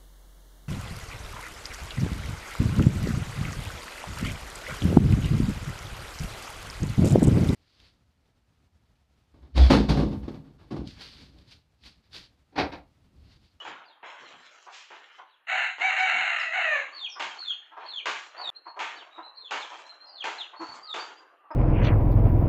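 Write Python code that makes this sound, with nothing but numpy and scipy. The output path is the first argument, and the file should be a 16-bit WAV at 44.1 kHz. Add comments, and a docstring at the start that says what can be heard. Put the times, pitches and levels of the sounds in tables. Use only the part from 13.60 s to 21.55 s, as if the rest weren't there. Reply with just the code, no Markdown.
"""A rooster in a quiet farmyard

A hoarse rooster crows once from under a wicker basket, slipping between a rasp and a clear tone.
A hen clucks, chicks peep and small birds chirp. Further off a blade chops with even blows that
the yard throws back, each leaving a rustle. Soft scuffs and thuds lie under it all."""
import sys
import numpy as np
from scipy import signal
from scipy.io import wavfile
from scipy.ndimage import uniform_filter1d

SR = 44100
rng = np.random.default_rng(int(sys.argv[2]) if len(sys.argv) > 2 else 0)


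def generate_wav(signal):
    """Clip the signal to [-1, 1] and save it as 16-bit WAV at the path in sys.argv[1]."""
    frames = np.transpose(np.atleast_2d(signal))
    scaled = np.clip(frames, -1, 1) * 32767
    pcm = np.round(scaled).astype(np.int16)
    wavfile.write(sys.argv[1], SR, pcm)


N = 350595
TIME = np.arange(N) / SR
BREAK_S = 4.902  # echoes and rustles stop short at this moment


def amp(db):
    """Turns decibels into a gain."""
    return 10 ** (np.asarray(db) / 20)


def unit(x):
    """Scales a sound to an average (rms) level of 1."""
    return x / np.sqrt(np.mean(x ** 2) + 1e-20)


def steady(x):
    """Evens out a sound so that its level stays near 1."""
    return x / np.sqrt(abs(uniform_filter1d(x ** 2, size=1500)) + 1e-12)


def read(points, hz):
    """Looks up a frequency in a table, gliding between the rows on a log scale."""
    f, value = np.transpose(points)
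    return np.interp(np.log(hz + 1), np.log(f + 1), value)


def add(mix, s, sound):
    """Mixes a sound in at s seconds; one that runs into the break ends there."""
    if s < BREAK_S:
        sound = sound[:round((BREAK_S - s) * SR)]
    part = mix[max(round(s * SR), 0):][:len(sound)]
    part += sound[:len(part)]


def colour(x, points):
    """Shapes a sound's lows and highs by a table; the filter rings only after the sound."""
    log_gain = np.log(amp(read(points, abs(np.fft.fftfreq(4096, 1 / SR)))))
    taps = np.fft.ifft(np.exp(np.conj(signal.hilbert(log_gain)))).real
    backwards = np.roll(taps[::-1], 1)
    taps = max(taps, backwards, key=lambda h: np.sum(h[:len(h) // 2] ** 2))
    return signal.oaconvolve(x, taps[:len(taps) // 2])[:len(x)]


def band(x, lo_hz, hi_hz):
    """Keeps what lies between two frequencies."""
    return signal.sosfilt(signal.butter(4, [lo_hz, hi_hz], "band", fs=SR, output="sos"), x)


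def wander(size, rate):
    """A random drift, about 1 in size, that takes a new turn rate times a second."""
    at = np.arange(size) * rate / SR
    return np.interp(at, np.arange(size), rng.standard_normal(size))


# how long the yard's echo takes to fade by 60 dB: f/Hz, fade time/s
ECHO_FADE = [(150, 0.11), (400, 0.26), (1000, 0.42), (2800, 0.4), (7000, 0.61), (12000, 0.27)]


def yard(x, wet_db, early_db, ring=1.0):
    """Adds echoes off ground and walls, then a tail; all that rings at the break stops there."""
    t = np.arange(SR) / SR
    taps = rng.choice([-1., 1.], SR) * (rng.random(SR) < .06)
    hz, at, spectrum = signal.stft(taps, SR, nperseg=256)
    fade = amp(-60 * at / (ring * read(ECHO_FADE, hz)[:, None]))
    tail = signal.istft(spectrum * fade, SR, nperseg=256)[1][:SR]
    tail *= np.clip((t - .006) / .0049, 0, 1)
    early = np.zeros(SR)
    early[(rng.uniform(.002, .03, size=10) * SR).astype(int)] = rng.choice([-1., 1.], size=10)
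    echo = amp(wet_db) * tail / np.linalg.norm(tail) + amp(early_db) * early / np.linalg.norm(early)
    sides = TIME < BREAK_S, TIME >= BREAK_S
    return sum(side * (x + signal.oaconvolve(x * side, echo)[:N]) for side in sides)


# the tone of the yard's still air: f/Hz, level/dB
AIR_COLOUR = [(30, -28.5), (100, -16), (200, -24), (330, -10.5), (600, -9.5), (1200, 1), (1800, 2.5),
              (2250, -10.5), (2700, 1.5), (3400, -13), (4300, -13.5), (5000, -29.5), (6800, -32),
              (9000, -25.5), (15500, -30.5)]


def still_air(level_db=-70):
    """The air is a very faint, even hiss."""
    return amp(level_db) * unit(colour(rng.standard_normal(N), AIR_COLOUR))


# dull thuds: t/s, level/dB
THUDS = [(0.059, -54), (0.6, -66), (0.729, -62.5), (2.535, -54), (3.05, -69), (3.64, -62), (4.884, -53),
         (7.003, -62), (7.08, -56.5)]


def thuds(rise_s=.0071, fade_s=.055):
    """Soft bumps, each a puff of low noise that dies away."""
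    out, t = np.zeros(N), np.arange(SR // 2) / SR
    dull = [(30, -28.5), (70, -3.5), (120, -3.5), (280, 6.5), (450, -6), (1000, -46), (4000, -81.5)]
    for s, db in THUDS:
        rumble = unit(colour(rng.standard_normal(len(t)), dull))
        add(out, s, amp(db + 2.5) * rumble * (1 - np.exp(-t / rise_s)) * np.exp(-t / fade_s))
    return out


def swell_shape(start, hold_s, fade_db_per_s, rise_s=.029):
    """A loudness curve that builds, holds and settles, or stops at the break."""
    t = TIME - start
    settle = amp(-fade_db_per_s * np.maximum(t - rise_s - hold_s, 0))
    return np.clip(t / rise_s, 0, 1) * settle * ((TIME < BREAK_S) == (start < BREAK_S))


def patchy(x, depth_db, width_hz, length_s):
    """Lets hollow tones come and go at random in a noise."""
    spectrum = signal.stft(x, SR, nperseg=1024)[2]
    patches = rng.standard_normal(spectrum.shape)
    for axis, span in enumerate((width_hz * 1024 / SR, length_s * SR / 512)):
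        patches = uniform_filter1d(patches, size=max(round(span), 1), axis=axis)
    return signal.istft(spectrum * amp(depth_db * unit(patches)), SR, nperseg=1024)[1][:len(x)]


# rustles, and faint swells of low background noise between them:
# t/s, hold/s, low body/dB, middle scratch/dB, high fizz/dB
RUSTLES_AND_SWELLS = [(-.03, .1, -50, -49, -66.5), (0.435, 0.27, -51, -49, -67.5),
                      (0.773, 0.39, -59, -56.5, -66.5), (1.317, .22, -59.5, -52.5, -72.5),
                      (3.03, .3, -50.5, -53.5, -78), (3.85, 0.23, -61.5, -58, -85),
                      (4.184, 0.042, -47, -48, -74), (4.718, 0.14, -46.5, -48, -77),
                      (4.903, 0.054, -61.5, -67, -88), (5.333, 0.25, -53, -61.5, -83),
                      (5.7, 0.2, -62, -73, -91), (6.072, 0.11, -47.5, -50.5, -62),
                      (6.301, 0.66, -57, -68, -88), (6.994, 0.13, -48.5, -52.5, -64.5),
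                      (7.44, 0.18, -58.5, -71, -85), (7.672, .15, -61.5, -77, -95)]
# the tone of their grainy noise: f/Hz, level/dB
GRAIN_COLOUR = [(59, -44.5), (100, -20.5), (160, -19.5), (211, -33.5), (290, -7), (446, -4), (766, 3),
                (1180, 3.5), (1950, -4), (3230, -2.5), (3540, -11), (4040, -11), (4600, -19), (7350, -19),
                (8690, -40), (11300, -80.5), (19100, -120)]


def rustles_and_swells(delay_s=.023, shake_s=.065, shake_db=(-13, -12, -20), grain_db=2, flicker_db=2.5):
    """Each blow shakes loose a rustle; faint background noise swells between. The fizz fades first."""
    shakes = [(s + delay_s, shake_s, *np.add(levels, shake_db)) for s, *levels in BLOWS]
    grains = rng.standard_normal(N) * amp(grain_db * np.minimum(rng.exponential(1, N), 5))
    grains *= rng.random(N) < .2
    noise = patchy(colour(grains, GRAIN_COLOUR), depth_db=3.5, width_hz=220, length_s=.12)
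    body = amp(-2.5) * unit(band(noise, 170, 1640))
    scratch = amp(-6) * unit(band(noise, 1700, 4000))
    fizz = amp(1.5) * unit(band(noise, 4360, 12000))
    out = np.zeros(N)
    for k, (part, fade_db_per_s) in enumerate([(body, 60), (scratch, 69.5), (fizz, 90)]):
        power = sum((amp(levels[k]) * swell_shape(s, hold_s, fade_db_per_s)) ** 2
                    for s, hold_s, *levels in shakes + RUSTLES_AND_SWELLS)
        out += part * np.sqrt(power) * amp(flicker_db * wander(N, 45))
    return out


# a quick sweep over dry ground: t/s, length/s, level/dB
SWEEPS = [(1.115, 0.29, -46.5)]
# the tone of that sweep: f/Hz, level/dB
SWEEP_COLOUR = [(200, -36), (900, -5), (2800, 5.5), (4200, -1), (5500, -3.5), (7200, -6.5), (8300, -19.5),
                (10000, -54), (14000, -74)]


def sweep():
    """A sweeping stroke bites quickly and trails off."""
    out = np.zeros(N)
    for s, length, db in SWEEPS:
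        progress = np.linspace(0, 1, round(length * SR))
        scuff = unit(colour(rng.standard_normal(len(progress)), SWEEP_COLOUR))
        add(out, s, amp(db) * scuff * np.interp(progress, [0, .1, .5, 1], [0, .99, .32, .16]))
    return out


def ticks(hz=1455, ring_s=.0013):
    """Two light taps ring at one pitch for a moment."""
    out, t = np.zeros(N), np.arange(SR // 20) / SR
    ping = np.sin(2 * np.pi * hz * t) * t / ring_s * np.exp(1 - t / ring_s)
    add(out, 3.826, amp(-39) * ping)
    add(out, 3.907, amp(-41.5) * ping)
    return out


# blows of the blade: t/s, low body/dB, middle crack/dB, high splinter/dB
BLOWS = [(0.049, -41, -41, -57.5), (0.427, -45.5, -44.5, -79), (1.301, -48, -47.5, -69),
         (2.181, -41.5, -43, -59), (3.595, -36, -31, -41.5), (4.456, -33, -28.5, -38),
         (5.19, -35, -31.5, -44.5), (5.907, -33.5, -32, -41.5), (6.639, -33.5, -32.5, -42.5),
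         (7.339, -35.5, -38, -44)]
# the tone of a blow: f/Hz, level/dB
BLOW_COLOUR = [(35, -79), (60, -55), (367, -10.5), (605, -9), (658, -7.5), (862, -1.5), (917, 1),
               (1060, -6), (2440, -3), (3700, -17), (4650, -21.5), (5610, -27.5), (6770, -24.5),
               (7510, -31.5), (8690, -48.5), (11300, -65.5), (15000, -71.5), (19100, -120)]


def chops(hold_s=.03, fade_s=.044, grit_db=-1.0):
    """A blade cracks in, then fibres tear in a dense burst that quickly dies."""
    out, t = np.zeros(N), np.arange(SR // 3) / SR
    crack = 1.3 * np.exp(-t / .0026)
    tear = np.interp(t, [0, hold_s / 2], [.66, 1]) * np.exp(-np.maximum(t - hold_s, 0) / fade_s)
    bite = (crack + tear) * np.minimum(t / .0025, 1)  # the blade takes a moment to enter
    for s, body_db, crack_db, splinter_db in BLOWS:
        fibres = rng.standard_normal(len(t)) * amp(grit_db * np.minimum(rng.exponential(1, len(t)), 4))
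        fibres *= rng.random(len(t)) < .15
        blow = colour(fibres * bite, BLOW_COLOUR)
        bands = (body_db - 3, 70, 1270), (crack_db - 5, 1200, 3630), (splinter_db - 3, 3720, 17000)
        for db, lo_hz, hi_hz in bands:
            part = band(blow, lo_hz, hi_hz)
            add(out, s, amp(db) * part / np.std(part[:SR // 20]))
    return out


# the overtone an octave above a small bird's note: overtone f/Hz, level/dB
OCTAVE = [(4800, -46), (5800, -33), (6800, -31), (7500, -30.5), (8200, -38), (9200, -44.5)]


def whistle(hz, waver, flutter):
    """A small bird's almost pure tone; waver shakes its pitch and flutter its loudness."""
    phase = 2 * np.pi * np.cumsum(hz * (1 + waver * wander(len(hz), 600))) / SR
    tone = np.sin(phase) + amp(read(OCTAVE, 2 * hz)) * np.sin(2 * phase)
    return np.sqrt(2) * tone * (1 + flutter * wander(len(hz), 250))


# faint calls of fowl far away: t/s, length/s, level/dB, f/Hz
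FAR_CALLS = [(7.22, .27, -49, 1250), (7.77, 0.059, -61.5, 1150), (7.835, .05, -56, 1144)]
# soft peeps: t/s, length/s, level/dB, f/Hz
PEEPS = [(0.0, .018, -42, 2880), (4.945, 0.056, -49.5, 4020), (5.04, 0.092, -53.5, 4150),
         (5.355, 0.034, -54, 4350), (5.5, 0.11, -56, 3650), (5.62, 0.078, -48.5, 3900),
         (5.755, 0.083, -48, 4000), (6.24, .11, -52.5, 3960), (6.385, 0.13, -53.5, 4050),
         (6.955, 0.081, -51, 4190), (7.015, 0.14, -48, 4300), (7.385, .047, -45, 4450),
         (7.56, 0.054, -62, 4600), (7.905, .028, -61, 4900)]


def peeps(rows, arch, waver):
    """Short whistles swell and fade while their pitch makes one shallow arch."""
    out = np.zeros(N)
    for s, length, db, hz in rows:
        swell = np.sin(np.linspace(0, np.pi, round(length * SR)))
        add(out, s, amp(db) * whistle(hz * (1 + arch * swell), waver, flutter=.44) * swell)
    return out


# small birds' chirps: t/s, length/s, level/dB, first f/Hz, last f/Hz
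CHIRPS = [(0.247, 0.11, -61.5, 4930, 2890), (0.623, 0.11, -64.5, 4550, 3400),
          (0.825, .095, -62, 4400, 2780), (1.688, 0.09, -68.5, 4630, 2560),
          (2.375, .045, -54.5, 5940, 4540), (2.779, .052, -55, 5900, 4330),
          (3.487, 0.072, -47.5, 6000, 4970), (5.363, 0.081, -52, 4320, 2370),
          (5.996, 0.063, -46.5, 4610, 2670), (6.453, 0.12, -56, 5170, 4300),
          (6.777, 0.077, -40, 4370, 2460)]


def chirps():
    """Quick whistles slide evenly down in pitch."""
    out = np.zeros(N)
    for s, length, db, first_hz, last_hz in CHIRPS:
        progress = np.linspace(0, 1, round(length * SR))
        hz = first_hz + (last_hz - first_hz) * progress
        add(out, s, amp(db) * whistle(hz, waver=.024, flutter=.6) * np.sin(np.pi * progress))
    return out


# chicks' long cries: t/s, length/s, level/dB, top f/Hz, last f/Hz
CRIES = [(3.32, 0.16, -37.5, 4600, 2390), (3.765, .18, -35.5, 4472, 2434), (4.239, .175, -36.5, 4467, 2300),
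         (4.765, 0.16, -36.5, 4600, 2750), (5.74, .16, -51, 4480, 2610), (6.526, 0.11, -42, 4450, 2330),
         (7.212, 0.15, -42, 4790, 2550)]
# the course of one cry: share of its length/0-1, share of its fall in pitch/0-1, level/dB
CRY_SHAPE = [(0, .14, -27.5), (.12, .03, -11), (.25, 0.043, -7.5), (.43, .2, -5.5), (0.471, .38, -9.5),
             (.65, .47, 0), (.86, .64, 4), (0.931, 0.93, -3.5), (1, 1, -7)]


def chick_cries():
    """A chick's cry starts high, steps down as it swells, and drops away."""
    out = np.zeros(N)
    at, fall, shape_db = np.transpose(CRY_SHAPE)
    for s, length, db, top_hz, last_hz in CRIES:
        progress = np.linspace(0, 1, round(length * SR))
        hz = top_hz + (last_hz - top_hz) * np.interp(progress, at, fall)
        loudness = amp(db + np.interp(progress, at, shape_db)) * signal.windows.tukey(len(hz), .06)
        add(out, s, loudness * whistle(hz, waver=.013, flutter=.63))
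    return out


# clucks: t/s, length/s, level/dB, voice f/Hz, base beak f/Hz, breathiness/0-1, chest note/0-1
CLUCKS = [(1.061, 0.046, -43.5, 371.4, 1080, 0.58, 0), (1.579, 0.037, -43.5, 350, 1130, .6, 0),
          (3.551, 0.051, -41.5, 381, 1100, 0.4, 0), (4.109, 0.043, -48, 326.5, 1200, 0.52, 0.04),
          (4.165, 0.028, -38, 316, 980, 0.63, 0), (4.219, 0.048, -42, 358, 955, 0.75, 0.03),
          (4.76, .08, -40, 352, 1030, 0.65, 0), (4.858, 0.039, -44, 327.6, 1050, .6, 0.08),
          (5.055, 0.038, -37.5, 331, 940, 0.57, 0), (5.159, 0.039, -37, 403, 850, 0.63, 0),
          (5.575, 0.035, -38.5, 326.5, 980, 0.45, 0.19), (6.1, 0.051, -40.5, 302, 900, 0.87, 0.03),
          (6.926, 0.037, -43.5, 365, 950, 0.65, 0), (6.993, 0.053, -34.5, 324.6, 985, 0.56, .6),
          (7.903, 0.023, -32.5, 308.6, 850, .2, 0.01)]
# the tone of the hen's breath: f/Hz, level/dB
BREATH_COLOUR = [(150, -44.5), (350, -13), (600, -4), (950, 9), (1500, -10), (2200, -14.5), (4200, -30),
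                 (7000, -38), (11000, -79.5)]


def hen(width_hz=300):
    """Low pulses ring the beak, whose tone dips as it opens; some clucks carry a chest note."""
    out = np.zeros(N)
    for s, length, db, hz, beak_hz, breath, chest in CLUCKS:
        progress = np.linspace(0, 1, round(length * SR))
        arch = np.sin(np.pi * progress)
        pitch = hz * (.92 + .1128 * arch + .041 * wander(len(arch), 313))
        phase = 2 * np.pi * np.cumsum(pitch) / SR
        ring_hz = beak_hz * (1.104 + .11 * (1 - 2 * progress) ** 2)
        tone = sum(np.cos(k * phase) / (1 + ((k * pitch - ring_hz) / width_hz) ** 2)
                   for k in range(1, 9))
        air = colour(rng.standard_normal(len(arch)), BREATH_COLOUR)
        voice = (1 - breath) * unit(tone) + breath * unit(air) + chest * np.cos(phase)
        add(out, s, amp(db - 5) * unit(voice * arch))
    return out


# moments when the rasp locks into a clear tone: middle t/s, length/s, clarity/0-1, chest lift/dB
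CLEAR_SPELLS = [(1.94, .08, .45, 12), (2.005, .05, .3, 8), (2.26, .12, .82, 11), (2.43, .125, .74, 11),
                (2.555, .11, .58, 8), (2.66, .12, .25, 4), (2.895, .13, .7, 1), (2.982, .05, .66, 15),
                (3.14, .25, .72, 10)]


def clear_spells(t, least_clarity=.12):
    """The crow's clarity and the lift of its chest tone come and go in one arch per spell."""
    middle, length, clarity, lift_db = np.transpose(CLEAR_SPELLS)[:, :, None]
    arch = np.clip(1 - (2 * (t - middle) / length) ** 2, 0, 1)
    return np.maximum((clarity * np.sqrt(arch)).max(0), least_clarity), (lift_db * arch).max(0)


# how the rooster's throat and beak shape the rasp: f/Hz, level/dB
THROAT_RASP = [(250, -56), (480, -13), (740, -2.5), (1120, -14), (1500, -6), (1850, -1.5), (2200, -5),
               (2480, -10.5), (2780, -1.5), (3300, -21), (4100, -12), (5200, -52), (6700, -21.5),
               (7900, -34), (9500, -60.5)]
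# the same throat for the clear tone, with sharper peaks: f/Hz, level/dB
THROAT_CLEAR = [(500, -3.5), (750, 4.5), (1150, -5.5), (1500, -14), (1820, 11.5), (2000, 7), (2250, 0.5),
                (2560, 5.5), (2800, -16), (3200, -20.5), (3800, -15), (4400, -28.5), (5200, -46),
                (6400, -18.5), (8000, -46)]


def syrinx(hz, clarity, jitter=.006, rasp=.1, breath=.48, flutter=.15):
    """The bird's voice box slips between a clear tone and a ragged rasp that rings the throat."""
    size, rough = len(hz), 1 - clarity
    phase = 2 * np.pi * np.cumsum(hz * (1 + jitter * wander(size, 220))) / SR
    # k ** 2 shifts the overtones: the throat smears each pulse
    tone = unit(sum(amp(read(THROAT_CLEAR, k * hz)) * np.cos(k * phase + k ** 2) for k in range(1, 13)))
    # uneven pulses, each with a puff of air
    cycles = np.cumsum(hz * (1 + rasp * wander(size, 500))) / SR
    pulses = unit(sum(np.cos(2 * np.pi * k * cycles) for k in range(1, 15)))
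    pulses *= 1 + .5 * wander(size, 450)
    puffs = unit((.27 + np.exp(-(cycles % 1) / .24)) * rng.standard_normal(size))
    hoarse = unit(colour((1 - breath) * pulses + breath * puffs, THROAT_RASP))
    return (clarity * tone + rough * hoarse) * (1 + flutter * np.sqrt(rough) * wander(size, 170))


# the crow's four syllables: t/s, length/s, level/dB, swell/(dB per s), treble/dB, then the base
# tune: first f/Hz, top f/Hz, last f/Hz, bend of the fall (1 = straight)
SYLLABLES = [(1.867, .26, -25, 6.5, -13.5, 660.5, 752.5, 735.3, 1.01),
             (2.193, 0.2, -21, -1, -13.5, 670.6, 776, 590, 1.11),
             (2.35, .61, -20, -15, -14.5, 715.2, 757.2, 635, 1.9),
             (2.903, 0.34, -25.5, 13, -16.5, 670, 744.7, 512, .8)]


def rooster(attack_s=.035, release_s=.11, swoop_s=.075, chest_db=-18, middle_db=1, distance_db=-5.5):
    """Each syllable swoops up and sinks; chest tone and pitch lift when the voice clears."""
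    out = np.zeros(N)
    for s, length, db, swell, treble_db, first_hz, top_hz, last_hz, bend in SYLLABLES:
        t = np.arange(round(length * SR)) / SR
        rise = np.sin(np.pi / 2 * np.minimum(t / swoop_s, 1))
        fall = np.maximum((t - swoop_s) / (length - swoop_s), 0) ** bend
        clarity, lift_db = clear_spells(s + t)
        hz = first_hz + (top_hz - first_hz) * rise - (top_hz - last_hz) * fall
        hz *= 1 + .003 * (lift_db - 11)  # the pitch slackens below 11 dB of chest lift
        voice = syrinx(hz, clarity)
        chest = amp(chest_db + lift_db) * steady(band(voice, 360, 1100))
        middle = amp(middle_db) * steady(band(voice, 910, 2730))
        treble = amp(treble_db) * steady(band(voice, 2946, 12000))
        fades = np.minimum(t / attack_s, 1) * np.minimum((length - t) / release_s, 1)
        add(out, s, amp(db + swell * t + distance_db) * fades * (chest + middle + treble))
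    return out


def scene():
    """Mixes the animals and the work, each at its own distance in the yard."""
    fowl = yard(rooster(), wet_db=-3.5, early_db=-10.5)
    fowl += yard(hen(), wet_db=-2.5, early_db=-4, ring=.85)
    small = chirps() + peeps(PEEPS, arch=.0448, waver=.013)
    small += peeps(FAR_CALLS, arch=.016, waver=.021) + ticks()
    chicks = yard(chick_cries(), wet_db=-5.5, early_db=-6, ring=.88)
    small = yard(small, wet_db=-6, early_db=-5, ring=.75)
    work = yard(chops(), wet_db=-4.5, early_db=-21)
    work += yard(thuds(), wet_db=-14.5, early_db=-11) + sweep()
    return (still_air() + rustles_and_swells() + work + small + chicks + fowl)[None]


def record(dry, threshold_db=-92, depth_db=-9, top_hz=15500):
    """A noise suppressor turns down faint treble; then the very highest sounds are cut off."""
    hz, _, spectrum = signal.stft(dry, SR, nperseg=512)
    power = abs(uniform_filter1d(abs(spectrum) ** 2, size=9, axis=2))
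    treble = ((hz > 1900) & (hz < 9000))[:, None]
    faint = 1 / (1 + power / amp(threshold_db) ** 2)
    hushed = signal.istft(spectrum * amp(depth_db * faint * treble), SR, nperseg=512)[1][:, :N]
    low_pass = signal.firwin(511, top_hz, window=("kaiser", 9), fs=SR)
    return signal.oaconvolve(hushed, low_pass[None], "same")


dry = scene()
out = record(dry)
generate_wav(out)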